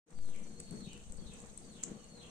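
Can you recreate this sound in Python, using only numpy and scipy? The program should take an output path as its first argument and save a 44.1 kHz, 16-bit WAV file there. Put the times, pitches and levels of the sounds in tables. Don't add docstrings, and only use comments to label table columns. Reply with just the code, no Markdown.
import sys
import numpy as np
from scipy import signal
from scipy.fft import rfft, irfft
from scipy.io import wavfile
from scipy.ndimage import uniform_filter1d

SR = 44100
rng = np.random.default_rng(int(sys.argv[2]) if len(sys.argv) > 2 else 0)


def dump(signal):
    limited = np.clip(np.atleast_2d(signal).T, -1, 1)
    pcm = np.round(limited * 32767).astype(np.int16)
    wavfile.write(sys.argv[1], SR, pcm)


N = 101429
T = np.arange(N) / SR

# time in seconds, level in dB (only departures from the mean count).
DRAUGHT = [(.1, -65), (.25, -60.5), (.36, -64), (.45, -56), (.6, -55), (.66, -60.5), (0.758, -48),
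           (.92, -56.5), (1.05, -58.5), (1.17, -59.5), (1.26, -56), (1.38, -59.5), (1.55, -62), (1.72, -59),
           (1.81, -61.5), (1.901, -50.5), (2.03, -60.5), (2.17, -58), (2.3, -59.5)]
# frequency in Hz, level in dB.
FIREBOX_SPECTRUM = [(20, -21), (80, -13.5), (120, -5), (165, 3), (212, 2), (265, -5), (357, -6.5),
                    (468, -10.5), (530, -12), (700, -16.5), (900, -20.5), (1300, -22.5), (2000, -25),
                    (3200, -31)]
# frequency in Hz, width in Hz, boost in dB.
FIREBOX_MODES = [(215, 15, 3.5), (474, 20, 8), (570, 17, 3), (1144, 53, 4)]
# frequency in Hz, share of the draught's dB.
DRAUGHT_SHARE = [(30, 0.054), (100, 0.24), (200, 1.07), (450, 0.56), (900, 0.52), (2500, 0.46)]
# time in seconds, boost in dB.
MIDDLE_LEVEL = [(.1, 3.5), (.22, -4), (.33, 4), (.55, 0.5), (.8, 2), (1.13, 3), (1.33, 4), (1.46, 9.5),
                (1.53, 1.5), (1.9, 4.5), (2.12, 2), (2.26, 6)]
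# centre in seconds, swing level in dB, ring in Hz.
PUFFS = [(0.535, -51, 190.9), (0.58, -57, 190), (0.714, -40.5, 211), (0.749, -42, 215), (0.78, -48, 230),
         (0.828, -47, 220), (0.877, -41.5, 203), (1.226, -45, 195.6), (1.297, -43.5, 182.5),
         (1.435, -51.5, 171), (1.759, -52, 201.6), (1.87, -43, 192.7), (1.917, -42, 170),
         (1.965, -52, 187.5)]
FLAME_DB, FLUTTER_DB, FLUTTER_HZ = -55, 1.44, 29.6
PUFF_S, PUFF_NOISE_DB, PUFF_PAN_DB = 0.0067, 7.5, 7

HUM_HZ, HUM_DB, HUM_DRIFT_HZ, HUM_WAVER_DB, HUM_PAN_DB = 478.3, -79.5, 6.25, 2, 6

# frequency in Hz, level in dB.
HISS_SPECTRUM = [(880, -20), (1500, -8.5), (2200, -6), (3000, -5), (4300, -3), (5000, -8), (5600, -5),
                 (6150, 2.5), (7300, -0.5), (8300, 4), (9400, -6.5), (10100, -20.5), (12500, -22.5),
                 (15500, -31)]
# time in seconds, level in dB.
HISS_LEVEL = [(.1, -70.5), (.3, -62), (.58, -64), (.74, -60), (.9, -63), (1.25, -63), (1.36, -60.5),
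              (1.55, -62), (1.75, -61.5), (2.05, -63.5), (2.3, -63)]

# frequency in Hz, gain in dB.
TICK_SPECTRUM = [(500, -10), (3000, -26), (5500, -19), (7400, -6), (9000, -1), (10500, -34), (15000, -40)]
TICKS_PER_S, TICK_DB, TICK_SPREAD_DB = 170, -86.5, 11

# start in seconds, level in dB, band centre in Hz, left-right difference in dB,
# decay length in seconds, dull share in dB.
SNAPS = [(0.105, -53, 7950, -2, 0.0043, -25), (0.256, -48, 8500, 15, 0.0017, -29),
         (0.361, -47, 8300, 11, 0.0014, -23), (0.5994, -33.5, 8060, 0.5, 0.0055, -26),
         (0.7085, -39, 8640, 7, 0.0026, -32), (0.726, -48, 8200, 10, 0.0029, -28),
         (0.806, -48, 8350, -11, 0.0029, -10), (0.931, -41, 7640, 3, 0.0032, -19),
         (0.9766, -46, 9150, 5, 0.002, -13), (1.037, -49, 7900, 2, 0.0013, -39),
         (1.1212, -36.5, 8070, 9, 0.0039, -37), (1.1718, -45.5, 8000, 2, 0.0021, -43),
         (1.333, -44.5, 8150, 7, 0.011, -32), (1.403, -40.5, 7500, -7.5, 0.0017, -43),
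         (1.418, -47, 7300, -13, 0.002, -38), (1.448, -48, 7340, -14, 0.0028, -40),
         (1.46, -45.5, 7150, -11, 0.0017, -32), (1.5750, -35.5, 8350, 9, 0.0033, -39),
         (1.829, -38, 7400, -13, 0.0052, -22), (1.8342, -24, 7210, 0, 0.0054, -35.5),
         (1.85, -48, 7500, -7, 0.0024, -33), (1.867, -58, 7440, -17, 0.0015, -47),
         (2.042, -47, 7560, -3, 0.002, -31)]
# frequency in Hz, level in dB above the dull share.
DULL_SPECTRUM = [(150, 0), (600, 2), (1500, 13), (3000, 7), (4500, 12), (9000, 17.5), (11000, -2),
                 (15000, -4)]
SNAP_BAND_SCALE_HZ, SNAP_SKIRT_POWER = 1420, 3.2
SNAP_RISE = 0.39

# frequency in Hz, level in dB.
RUMBLE_SPECTRUM = [(20, 2.5), (38, -12), (49, 5.5), (62, -9.5), (90, -7.5), (120, -16.5), (200, -30),
                   (600, -61.5)]
# time in seconds, level in dB.
RUMBLE_LEVEL = [(.1, -93), (.18, -46), (.3, -58.5), (.6, -53), (1.0, -52), (1.3, -52.5), (1.45, -57),
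                (1.9, -59), (2.3, -59)]
SETTLE_START_S, SETTLE_PEAK_S, SETTLE_DB, SETTLE_PAN_DB = 0.12, 0.13, -31, 9.5

# start in seconds, length in seconds, level in dB before the bird gains,
# first pitch in Hz, last pitch in Hz, level of the fall against the start in dB.
PEEPS = [(0.124, 0.24, -74, 4830, 2188, 6.5), (0.685, 0.24, -70.5, 4600, 2640, 5),
         (1.153, 0.19, -70, 4600, 2310, 6), (1.605, .215, -69.5, 4830, 2234, 4.5),
         (2.037, .235, -75, 4666, 2754, 7.5)]
# start in seconds, length in seconds, first pitch in Hz, last pitch in Hz,
# level in dB before the bird gains.
CHIPS = [(1.189, 0.039, 3555, 3170, -74), (1.961, .06, 3110, 2750, -74)]
# time in seconds, pitch in Hz, level in dB before the bird gains.
WHISTLES = [
    [(.42, 4427, -71), (.50, 4330, -78), (.55, 4294, -67.5), (.61, 4437, -68.5), (.7, 4356, -61.5),
     (.79, 4375, -68), (.83, 4383, -60), (.88, 4280, -74)],
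    [(1.86, 4396, -71), (1.93, 4424, -77), (2.06, 4340, -71), (2.11, 4340, -66.5), (2.18, 4150, -68),
     (2.22, 4120, -58)],
]
PEEP_KNEE_HZ, PEEP_DROP_HZ = 4150, 3662
PEEP_KNEE, PEEP_BREAK = 0.54, 0.03956
PEEP_SCATTER_HZ, PEEP_RASP_HZ = 30, 260.5
PEEP_FLICKER_DB, PEEP_FLICKER_HZ = 3.5, 45.5
WHISTLE_WOBBLE_HZ, WHISTLE_RATE_HZ, WHISTLE_FLICKER_DB = 49, 74, 1.5
BIRD_ROOM_DB, BIRD_DIRECT_DB, BIRD_PAN_DB = -0.5, -16, 1

# start in seconds, level in dB before colouring.
KNOCKS = [(0.128, -53), (0.1886, -43.5), (0.2496, -48.5), (.2895, -45)]
# frequency in Hz, gain in dB.
KNOCK_COLOUR = [(3000, 1), (6000, -2), (9500, 2), (11000, -27), (15000, -34)]
KNOCK_S, KNOCK_PAN_DB = 0.00043, 6

# frequency in Hz, correlation.
LIKENESS = [(60, 0.27), (130, 1), (290, 0.69), (640, 0.58), (1410, -0.11), (3100, -0.017), (6820, -0.17),
            (15000, 0.27)]
# frequency in Hz, left-right difference in dB.
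LEAN = [(60, 5), (200, 6), (700, 2.5), (1300, 3), (2400, 1), (5500, 0), (6500, -8), (7500, -3.5),
        (8700, 11), (15000, -2)]
# frequency in Hz, time to fall 60 dB in seconds.
ROOM_T60 = [(200, 0.071), (2800, 0.6), (4500, 0.33), (8000, 0.22), (15000, 0.07)]
ECHOES_PER_S, ECHO_RISE_S, CRACKLE_ROOM_DB = 1700, 0.0093, -9.5
FADE_START_S, FADE_S, EDGE_HZ = 0.06, 0.049, 15750


def amp(db):
    return 10 ** (np.asarray(db) / 20)


def unit(x):
    return x / np.sqrt(np.mean(x ** 2) + 1e-20)


def read(points, hz):
    f, value = np.transpose(points)
    return np.interp(np.log(hz + 1), np.log(f + 1), value)


def follow(points, t):
    return np.interp(t, *np.transpose(points))


def pan(db):
    gains = np.array([amp(db / 2), amp(-db / 2)])
    return gains / np.sqrt((gains ** 2).mean(0))


def add(mix, start_s, sound):
    part = mix[:, max(round(start_s * SR), 0):][:, :sound.shape[1]]
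    part += sound[:, :part.shape[1]]


def colour(x, points):
    size = x.shape[-1]
    gain = amp(read(points, np.fft.rfftfreq(size, 1 / SR)))
    return irfft(rfft(x) * gain, size)


def wander(size, hz):
    f = np.fft.rfftfreq(N, 1 / SR)
    lowpass = np.exp(-(f / hz) ** 2) * (f > 0)
    return unit(irfft(rfft(rng.standard_normal(N)) * lowpass, N))[:size]


def stereo_noise(field, patch_db, size):
    hop = size // 4
    t = np.arange(N // hop + 5) * hop / SR
    hz = np.fft.rfftfreq(size, 1 / SR)
    a, b, c, d, patch = rng.standard_normal((len(t), len(hz), 5)).T
    patch = uniform_filter1d(patch, size=7, axis=0)
    patch = unit(uniform_filter1d(patch, size=9, axis=1))
    same = np.clip(read(LIKENESS, hz), -1, 1)[:, None]
    left = a + 1j * b
    right = same * left + np.sqrt(1 - same ** 2) * (c + 1j * d)
    z = np.array([left, right]) * pan(read(LEAN, hz))[:, :, None]
    z = z * amp(field(t, hz[:, None]) + patch_db * patch)
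    return unit(signal.istft(z, nperseg=size, noverlap=size - hop)[1][:, :N])


def room(x):
    shape = (2, SR // 2)
    taps = rng.standard_normal(shape) * (rng.random(shape) < ECHOES_PER_S / SR)
    hz, t, z = signal.stft(taps, SR, nperseg=256)
    decay = amp(-60 * t / read(ROOM_T60, hz)[:, None])
    tail = signal.istft(z * decay, SR, nperseg=256)[1]
    tail = tail * np.minimum(np.arange(tail.shape[1]) / SR / ECHO_RISE_S, 1)
    tail = tail / np.linalg.norm(tail, axis=1, keepdims=True)
    return signal.fftconvolve(x[None], tail, axes=1)[:, :N]


def flames():
    def field(t, hz):
        modes = sum(g / (1 + (2 * (hz - f) / w) ** 2) for f, w, g in FIREBOX_MODES)
        middle = np.clip((hz - 250) / 500, 0, 1) * follow(MIDDLE_LEVEL, t)
        mean_db = np.transpose(DRAUGHT)[1].mean()
        draught = read(DRAUGHT_SHARE, hz) * (follow(DRAUGHT, t) - mean_db)
        rolloff = 20 * np.log10(1 + (hz / 3000) ** 4)
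        return read(FIREBOX_SPECTRUM, hz) + modes + middle + draught - rolloff

    roar = stereo_noise(field, patch_db=1.5, size=2048)
    swell, swings = np.zeros(N), np.zeros(N)
    for centre_s, db, ring_hz in PUFFS:
        puff = np.exp(-((T - centre_s) / PUFF_S) ** 2)
        swell += puff
        swings += amp(db) * puff * np.sin(2 * np.pi * (ring_hz * T + rng.random()))
    low_roar = colour(roar, [(400, -9), (900, -29), (2000, -30)])
    roar = roar + low_roar * (amp(PUFF_NOISE_DB * swell) - 1)
    flutter = amp(FLAME_DB + FLUTTER_DB * wander(N, FLUTTER_HZ))
    return flutter * roar + swings * pan(PUFF_PAN_DB)[:, None]


def hum():
    hz = HUM_HZ + HUM_DRIFT_HZ * wander(N, 14.1)
    note = np.sqrt(2) * np.sin(2 * np.pi * np.cumsum(hz) / SR)
    return note * amp(HUM_DB + HUM_WAVER_DB * wander(N, 27)) * pan(HUM_PAN_DB)[:, None]


def hiss():
    def field(t, hz):
        return read(HISS_SPECTRUM, hz) - 20 * np.log10(1 + (1400 / (hz + 1)) ** 2)

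    jet = stereo_noise(field, patch_db=2.5, size=256)
    return jet * amp(follow(HISS_LEVEL, T) + 0.077 * wander(N, 140))


def ticks():
    chance, strength, side = rng.random((N, 3)).T
    spread = np.minimum(-np.log(strength + 1e-9), 3)
    clicks = (chance < TICKS_PER_S / SR) * amp(TICK_SPREAD_DB * spread)
    t = np.arange(150) / SR
    bursts = rng.standard_normal((4, 2, len(t))) * np.exp(-t / 0.00097)
    kind = rng.integers(0, 4, N)
    gains = pan(12 * (side - 0.5))
    out = np.zeros((2, N))
    for k in range(4):
        for channel in range(2):
            hits = clicks * (kind == k) * gains[channel]
            out[channel] += np.convolve(hits, bursts[k, channel])[:N]
    return amp(TICK_DB) * unit(colour(out, TICK_SPECTRUM))


def snaps():
    out, t = np.zeros((2, N)), np.arange(2048) / SR
    hz = np.fft.rfftfreq(len(t), 1 / SR)
    for start_s, db, centre_hz, side_db, length_s, dull_db in SNAPS:
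        u = t / length_s
        env = np.minimum(u / SNAP_RISE, 1) * np.exp(-u ** 2)
        burst = rng.standard_normal((2, len(t))) * env
        tear = np.exp(1j * np.angle(rfft(burst)))
        band = (1 + ((hz - centre_hz) / SNAP_BAND_SCALE_HZ) ** 2) ** -SNAP_SKIRT_POWER
        crack = amp(dull_db + read(DULL_SPECTRUM, hz))
        snap = irfft(tear * (band + crack))
        snap = snap * np.exp(-(u / 2) ** 2) * np.minimum(t / 0.00053, 1)
        snap = snap / abs(snap).max(1, keepdims=True)
        add(out, start_s, snap * amp(db) * pan(side_db)[:, None])
    return out


def rumble():
    u = np.maximum(T - SETTLE_START_S, 0) / SETTLE_PEAK_S
    settling = amp(SETTLE_DB) * (u * np.exp(1 - u)) ** 2 * pan(SETTLE_PAN_DB)[:, None]
    deep = stereo_noise(lambda t, hz: read(RUMBLE_SPECTRUM, hz), patch_db=2.0, size=4096)
    return settling + amp(follow(RUMBLE_LEVEL, T)) * deep


def whistle(hz, db):
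    taper = signal.windows.tukey(len(hz), 0.15)
    return (np.sqrt(2) * taper * amp(db) * np.sin(2 * np.pi * np.cumsum(hz) / SR))[None]


def birds():
    out = np.zeros((1, N))
    for start_s, length_s, db, first_hz, last_hz, fall_db in PEEPS:
        u = np.arange(0, length_s, 1 / SR) / length_s
        fall = np.clip((u - PEEP_KNEE) / 0.066, 0, 1)
        hz = np.interp(u, [0, PEEP_KNEE, PEEP_KNEE + PEEP_BREAK, 1],
                       [first_hz, PEEP_KNEE_HZ, PEEP_DROP_HZ, last_hz])
        hz = hz + (PEEP_SCATTER_HZ + PEEP_RASP_HZ * fall) * wander(len(u), 165)
        flicker = PEEP_FLICKER_DB * wander(len(u), PEEP_FLICKER_HZ)
        add(out, start_s, whistle(hz, db + fall_db * fall + flicker))
    for start_s, length_s, first_hz, last_hz, db in CHIPS:
        add(out, start_s, whistle(np.linspace(first_hz, last_hz, int(length_s * SR)), db))
    for call in WHISTLES:
        s, pitch_hz, level_db = np.transpose(call)
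        t = np.arange(s[0], s[-1], 1 / SR)
        hz = np.interp(t, s, pitch_hz) + WHISTLE_WOBBLE_HZ * wander(len(t), WHISTLE_RATE_HZ)
        db = np.interp(t, s, level_db) + WHISTLE_FLICKER_DB * wander(len(t), 32)
        add(out, s[0], whistle(hz, db))
    heard = amp(BIRD_DIRECT_DB) * out + amp(BIRD_ROOM_DB) * room(out[0])
    return heard * pan(BIRD_PAN_DB)[:, None]


def knocks():
    out, t = np.zeros((2, N)), np.arange(1000) / SR
    for start_s, db in KNOCKS:
        add(out, start_s, -amp(db) * np.exp(-t / KNOCK_S) * pan(KNOCK_PAN_DB)[:, None])
    return colour(out, KNOCK_COLOUR)


def scene():
    crackle = ticks() + snaps()
    echo = amp(CRACKLE_ROOM_DB) * room(crackle.sum(0) / np.sqrt(2))
    return flames() + hum() + hiss() + crackle + echo + rumble() + birds() + knocks()


def record(dry):
    faded = dry * np.clip((T - FADE_START_S) / FADE_S, 0, 1)
    lowpass = signal.firwin(511, EDGE_HZ, window=("kaiser", 9), fs=SR)
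    return signal.oaconvolve(faded, lowpass[None], "same")


dry = scene()
out = record(dry)
dump(out)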